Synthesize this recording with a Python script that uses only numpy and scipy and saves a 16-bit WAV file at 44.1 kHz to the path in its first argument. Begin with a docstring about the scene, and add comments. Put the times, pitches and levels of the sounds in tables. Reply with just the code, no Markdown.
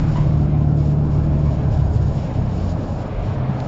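"""An engine drones inside a moving city bus, heard by a side window: summed orders of a gliding revolution rate.
It eases off and sinks under shaped noise: cabin boom, panel rumble and tyre roar. Thin hums and whines run along.
Loose fittings sizzle in spells, as dense random contacts and thin rings, over a faint ventilation hiss.
A panel squeaks once as a rough harmonic chirp, the wheels take soft low bumps, and the trim creaks and ticks."""
import sys
import numpy as np
from scipy import signal
from scipy.fft import rfft, irfft
from scipy.io import wavfile
from scipy.ndimage import uniform_filter1d

SR = 44100
rng = np.random.default_rng(int(sys.argv[2]) if len(sys.argv) > 2 else 0)


def pcm_store(signal):
    """Save signal as 16-bit PCM."""
    levels = np.round(np.clip(np.atleast_2d(signal), -1, 1) * 32767)
    wavfile.write(sys.argv[1], SR, levels.astype(np.int16).T)


N = 161847
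TIME = np.arange(N) / SR  # seconds
HZ = np.maximum(np.arange(N // 2 + 1) * SR / N, 1)  # spectrum bins, kept above zero for logarithms

# engine speed: (time [s], rate [revolutions per s])
ENGINE_SPEED = [(0, 37.6), (.3, 37.05), (.7, 36.75), (1.1, 36.6), (1.42, 36.65), (1.6, 36.05),
                (1.89, 35.15), (2.09, 34.15), (2.22, 33), (2.52, 31.1), (2.7, 28.9), (2.8, 28.3),
                (3.1, 30.5), (3.3, 32.8), (3.67, 32.5)]
# engine drone: (time [s], order 2 level [dB], order 3 level [dB], order 4 level [dB])
ENGINE_ORDERS = [(0, -38, -39, -19.5), (.35, -23, -27, -20), (.7, -23, -25, -17), (1.1, -24.5, -24.5, -20),
                 (1.38, -20, -33.5, -20), (1.6, -25, -27, -23.5), (1.87, -20, -22, -24),
                 (2.08, -22, -22.5, -27.5), (2.22, -39, -33.5, -30.5), (2.4, -26.5, -23.5, -23),
                 (2.55, -30.5, -26.5, -37), (2.7, -28.5, -19.5, -41), (2.82, -44, -48, -36.5),
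                 (3.1, -38.5, -36, -43), (3.3, -40, -26, -24.5), (3.67, -40, -51, -32.5)]
# overtones of the drone: (multiple of the revolution rate, level against order 4 [dB])
ENGINE_OVERTONES = [(5, -21), (6, -23), (7, -31), (8, -22.5), (9, -26), (10, -33.5), (12, -31.5)]
# the orders waver and smear as the load comes off: (time [s], phase sway [rad])
ENGINE_WAVER = [(0, 0), (1.5, .03), (1.9, .25), (2.25, .5), (2.8, .7), (3.67, .7)]
# steady driveline hum: (time [s], pitch [Hz], level [dB])
DRIVELINE = [(0, 320, -40), (.45, 322.2, -39), (.9, 323.1, -40.5), (1.35, 318.5, -35.5), (1.65, 318.7, -45),
             (2.2, 315.2, -49.5), (3.67, 310, -48.5)]
# cabin boom under load: (time [s], level [dB])
BOOM_LEVEL = [(0, -18.5), (.4, -21), (.7, -25.5), (1.3, -22), (1.75, -22), (2.15, -21.5), (2.5, -27.5),
              (2.9, -23.5), (3.1, -28), (3.3, -25.5), (3.67, -26.5)]
# colour of the boom: (frequency [Hz], relative density [dB per Hz])
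BOOM_SPECTRUM = [(15, -37), (25, -5.5), (45, -10), (58, -11), (82, -3.5), (100, -5), (132, -2.5), (165, -7),
                 (200, -21.5), (300, -32)]
# rumble of the panels: (time [s], level [dB])
PANEL_LEVEL = [(0, -26), (.2, -31.5), (.45, -24.5), (.9, -27), (1.3, -25.5), (1.6, -29), (2.0, -32.5),
               (2.45, -28.5), (2.8, -28.5), (3.15, -34), (3.5, -29.5), (3.67, -30.5)]
# colour of the panel rumble: (frequency [Hz], relative density [dB per Hz])
PANEL_SPECTRUM = [(130, -19), (165, -0.5), (200, 3.5), (240, -1.5), (280, -3.5), (320, -4), (365, -18),
                  (600, -37)]
# tyre roar before its treble is adjusted: (time [s], level [dB])
ROAD_LEVEL = [(0, -34), (.6, -34.5), (1.05, -34), (1.45, -33), (1.8, -32.5), (2.2, -33.5), (2.55, -34),
              (2.9, -32), (3.15, -32.5), (3.55, -32), (3.67, -31.5)]
# colour of the roar before its treble is adjusted: (frequency [Hz], relative density [dB per Hz])
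ROAD_SPECTRUM = [(150, -5.5), (330, -5.5), (375, -1.5), (425, -1.5), (495, -0.5), (570, 1.5), (720, -1),
                 (900, -6), (1010, -7), (1130, -11.5), (1300, -14.5), (1650, -18), (1900, -23.5),
                 (2300, -23), (3000, -29), (4000, -33.5), (7000, -55.5)]
# brightness of the roar: (time [s], average treble gain [dB])
ROAD_BRIGHTNESS = [(0, 6), (.3, 1.5), (.7, -2), (1.4, 0.5), (1.85, -1), (2.55, 2.5), (2.9, 0.5), (3.2, 3),
                   (3.67, 1.5)]
# driveline and fan whines: (frequency [Hz], width [Hz], level [dB])
WHINES = [(620, 11, -48.5), (424.7, 9.9, -46), (1027, 50, -55.5), (1313, 18, -60.5), (1545, 4.4, -68)]
# colour of the ventilation hiss: (frequency [Hz], relative density [dB per Hz])
VENT_SPECTRUM = [(1000, 5), (2500, 7), (4000, -4), (5500, -2.5), (6300, -4.5), (7600, -17.5)]
# spells of sizzling fittings: (time [s], relative level [dB])
SIZZLE_LEVEL = [(0, -60), (.12, -57.5), (.3, -63), (.42, -65), (.5, -72), (.71, -69.5), (.8, -63),
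                (.9, -63), (.96, -69), (1.1, -65.5), (1.14, -63), (1.23, -66), (1.4, -66.5), (1.52, -61.5),
                (1.68, -66.5), (1.74, -57), (1.81, -62.5), (1.88, -64.5), (1.94, -63), (2.2, -60),
                (2.47, -66.5), (2.58, -60.5), (2.68, -58.5), (2.77, -64.5), (2.86, -60), (3.04, -63.5),
                (3.1, -68), (3.2, -70), (3.28, -60), (3.46, -74), (3.55, -68), (3.64, -59.5)]
# colour of the sizzle: (frequency [Hz], relative density [dB per Hz])
SIZZLE_SPECTRUM = [(1200, -12.5), (2300, -0.5), (2900, 5.5), (3300, 2.5), (4700, 2.5), (5500, 3.5),
                   (5850, -1), (6250, -5.5), (6600, -1), (7100, 1), (7600, -11)]
# thin metallic rings in the sizzle: (frequency [Hz], width [Hz], relative level [dB])
SIZZLE_RINGS = [(3880, 74, -29.5), (4480, 43, -25), (5020, 35, -21), (6670, 27, -19.5), (7300, 22, -22.5)]
# course of the panel squeak: (time [s], average pitch [Hz], relative level [dB])
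SQUEAK = [(.14, 900, -70), (.158, 1005, -33.5), (.18, 965, -33.5), (.198, 985, -41), (.215, 1075, -40),
          (.238, 1030, -47), (.26, 1000, -64)]
# harmonics of the squeak: (multiple of the pitch, relative level [dB])
SQUEAK_HARMONICS = [(1, 3), (2, -11.5), (3, -14.5), (4, -28)]
# bumps in the road: (time [s], peak level [dB])
BUMPS = [(0.168, -24), (1.663, -21), (2.619, -27), (3.13, -20)]
# small creaks of the trim: (centre time [s], half-length [s], relative level [dB])
CREAKS = [(.815, .025, -54), (1.15, .04, -56), (1.482, 0.033, -47.5)]
# rings of the creaking trim: (frequency [Hz], width [Hz], relative level [dB])
CREAK_RINGS = [(2240, 120, -3.5), (1160, 130, -2)]
# cabin resonances: (centre time [s], half-length [s], pitch [Hz], level at the centre [dB])
CABIN_SWELLS = [(1.82, .2, 83, -22.5), (2.48, .2, 166, -29), (3.45, .33, 128, -30)]
# the plastic trim snaps and rebounds: (time [s], starting level [dB])
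TICKS = [(3.6021, -29.5), (3.6047, -36)]
# colour of the tick: (frequency [Hz], relative density [dB per Hz])
TICK_SPECTRUM = [(500, -6), (1500, 3.5), (2700, 7.5), (3800, -2), (5500, -3), (7600, -16)]

ENGINE_FLUTTER_DB, ENGINE_WANDER = .4, .0004  # wander is a fraction of the speed
WAVER_HZ = 9
DRIVELINE_UPPER_RATIO, DRIVELINE_UPPER_DB = 1.218, -5.5  # a weaker partial above the hum
ROAD_PATCHY_DB, ROAD_PATCH_HZ, ROAD_TREBLE_HZ = 2, 2.9, 1000
VENT_DB = -62
SIZZLE_DB, CONTACTS_PER_S, CONTACT_SPREAD_DB = 8, 7000, 1.1
SQUEAK_ROUGH, SQUEAK_CATCH_DB, SQUEAK_CATCH_HZ = .06, 3, 200  # roughness is a fraction of the pitch
BUMP_HZ, BUMP_RISE_S = 43.6, .056
TICK_DECAY_S = .0013
CUTOFF_HZ = 7620


def from_db(db):
    """Decibels to gain."""
    return 10 ** (np.asarray(db) / 20)


def rms_one(x):
    """Scale to unit rms."""
    return x / np.sqrt(np.mean(x ** 2) + 1e-20)


def in_time(rows):
    """Each column of a curve, sample by sample."""
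    s, *columns = np.transpose(rows)
    return [np.interp(TIME, s, column) for column in columns]


def white():
    """Fresh white noise."""
    return rng.standard_normal(N)


def drift(rate_hz):
    """Random sway of unit rms, weakening above rate_hz."""
    return rms_one(irfft(rfft(white()) / (1 + (HZ / rate_hz) ** 2), N))


def running_phase(hz):
    """Phase of a gliding pitch."""
    return 2 * np.pi * np.cumsum(hz) / SR


def coloured(x, spectrum):
    """Give x a spectrum that falls away beyond both ends; unit rms."""
    hz, db = np.transpose(spectrum)
    below = np.minimum(HZ / hz[0], 1) ** 2
    above = np.minimum(hz[-1] / HZ, 1) ** 2
    gain = from_db(np.interp(np.log(HZ), np.log(hz), db))
    return rms_one(irfft(rfft(x) * below * above * gain, N))


def resonances(x, rows):
    """Narrow resonances driven by x, each at its own level."""
    drive = rfft(x)
    out = 0
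    for hz, width, db in rows:
        response = 1 / (1 + ((HZ - hz) / width) ** 2) ** 2
        out = out + from_db(db) * rms_one(irfft(drive * response, N))
    return out


def steadied(x, share):
    """Even out the slow swells of a noise."""
    power = uniform_filter1d(x ** 2, size=SR // 8, mode="reflect")
    return rms_one(x / (power + 1e-9) ** (share / 2))


def patchy(x, depth_db, rate_hz, count):
    """Narrow bands of x swell and fade, each in its own way."""
    place = np.interp(np.log(HZ), np.log([200, 2000]), [0, count - 1])
    spectrum = rfft(x)
    out = 0
    for k in range(count):
        overlap = np.maximum(1 - np.abs(place - k), 0)
        out = out + irfft(spectrum * overlap, N) * from_db(depth_db * drift(rate_hz))
    return rms_one(out)


def engine():
    """Orders of the revolution rate: in step under load, wavering apart as the load comes off."""
    speed, = in_time(ENGINE_SPEED)
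    waver, = in_time(ENGINE_WAVER)
    second_db, third_db, fourth_db = in_time(ENGINE_ORDERS)
    turn = running_phase(speed * (1 + ENGINE_WANDER * drift(5.8)))
    orders = [(2, second_db), (3, third_db), (4, fourth_db)]
    orders += [(k, fourth_db + db) for k, db in ENGINE_OVERTONES]
    drone = sum(from_db(db) * np.cos(k * turn + waver * drift(WAVER_HZ)) for k, db in orders)
    return -np.sqrt(2) * from_db(ENGINE_FLUTTER_DB * drift(11)) * drone


def driveline():
    """A thin two-partial hum that nearly holds its pitch and fades when the load comes off."""
    hz, level_db = in_time(DRIVELINE)
    phase = running_phase(hz * (1 + .004 * drift(8)))
    upper = from_db(DRIVELINE_UPPER_DB) * np.sin(DRIVELINE_UPPER_RATIO * phase)
    return np.sqrt(2) * from_db(level_db) * (np.sin(phase) + upper)


def boom():
    """The cabin booms with the load: low noise, partly steadied."""
    level_db, = in_time(BOOM_LEVEL)
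    return from_db(level_db) * steadied(coloured(white(), BOOM_SPECTRUM), share=.57)


def panels():
    """Wall and floor panels rumble above the boom: partly steadied noise."""
    level_db, = in_time(PANEL_LEVEL)
    return from_db(level_db) * steadied(coloured(white(), PANEL_SPECTRUM), share=.32)


def road():
    """Tyre roar in wandering patches of pitch; its treble follows the road surface."""
    level_db, = in_time(ROAD_LEVEL)
    treble_db, = in_time(ROAD_BRIGHTNESS)
    patches = patchy(coloured(white(), ROAD_SPECTRUM), ROAD_PATCHY_DB, ROAD_PATCH_HZ, count=26)
    roar = steadied(patches, share=.36)
    treble = irfft(rfft(roar) / (1 + (ROAD_TREBLE_HZ / HZ) ** 6), N)
    brightness = from_db(treble_db + .31 * drift(6))
    return from_db(level_db) * (roar - treble + treble * brightness)


def whines():
    """Driveline and fan whines: noise through narrow resonances."""
    return resonances(white(), WHINES)


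def ventilation():
    """Faint, steady air hiss: coloured noise."""
    return from_db(VENT_DB) * coloured(white(), VENT_SPECTRUM)


def fittings():
    """Dense tiny contacts of loose fittings, with a few thin metallic rings."""
    level_db, = in_time(SIZZLE_LEVEL)
    sizes = from_db(CONTACT_SPREAD_DB * np.minimum(rng.exponential(1, N), 4)) * rng.choice([-1, 1], N)
    struck = rng.random(N) < CONTACTS_PER_S / SR
    contacts = rms_one(sizes * struck) + .57 * white()  # noise fills the gaps
    rings = from_db(3.2 * drift(6)) * resonances(contacts, SIZZLE_RINGS)
    spells = from_db(SIZZLE_DB + level_db + 1.5 * drift(18))
    return spells * (coloured(contacts, SIZZLE_SPECTRUM) + rings)


def squeak():
    """A panel rubs in a short stick-slip chirp: harmonics roughened in pitch and level."""
    hz, level_db = in_time(SQUEAK)
    phase = running_phase(hz * (1 + SQUEAK_ROUGH * drift(SQUEAK_CATCH_HZ)))
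    tone = 0
    for k, db in SQUEAK_HARMONICS:
        tone = tone + from_db(db + SQUEAK_CATCH_DB * drift(SQUEAK_CATCH_HZ)) * np.sin(k * phase)
    sounding = (TIME > SQUEAK[0][0]) * (TIME < SQUEAK[-1][0])
    return from_db(level_db) * tone * sounding


def bumps():
    """The body rocks briefly on each bump: a low sine that swells and dies away."""
    out = np.zeros(N)
    for s, db in BUMPS:
        age = np.maximum(TIME - s, 0)
        swell = (age / BUMP_RISE_S) ** 2 * np.exp(2 * (1 - age / BUMP_RISE_S))
        out += from_db(db) * swell * np.sin(2 * np.pi * BUMP_HZ * age)
    return out


def creaks():
    """The trim rubs faintly: short swells of resonant noise."""
    swells = sum(from_db(db) * np.exp(-2 * ((TIME - s) / length) ** 2) for s, length, db in CREAKS)
    return swells * resonances(white(), CREAK_RINGS)


def cabin_resonances():
    """Low cabin tones swell one after another and beat against the drone."""
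    out = 0
    for s, length, hz, db in CABIN_SWELLS:
        swell = from_db(db) * np.exp(-2 * ((TIME - s) / length) ** 2)
        out = out + swell * np.sin(2 * np.pi * hz * TIME + .5 * drift(8.2))
    return np.sqrt(2) * out


def tick():
    """One sharp, dry snap of plastic trim with a tiny rebound: decaying noise."""
    strikes = sum(from_db(db) * (TIME > s) * np.exp(-np.abs(TIME - s) / TICK_DECAY_S) for s, db in TICKS)
    return strikes * coloured(white(), TICK_SPECTRUM)


def scene():
    """Everything as heard from a window seat."""
    drive = engine() + driveline() + whines()
    ride = boom() + panels() + road() + bumps() + cabin_resonances()
    interior = ventilation() + fittings() + squeak() + creaks() + tick()
    return (drive + ride + interior)[None]


def record(dry):
    """The top is cut steeply by a low-pass filter."""
    lowpass = signal.ellip(12, .2, 80, CUTOFF_HZ, fs=SR, output="sos")  # order, ripple dB, rejection dB
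    return signal.sosfilt(lowpass, dry)


dry = scene()
out = record(dry)
pcm_store(out)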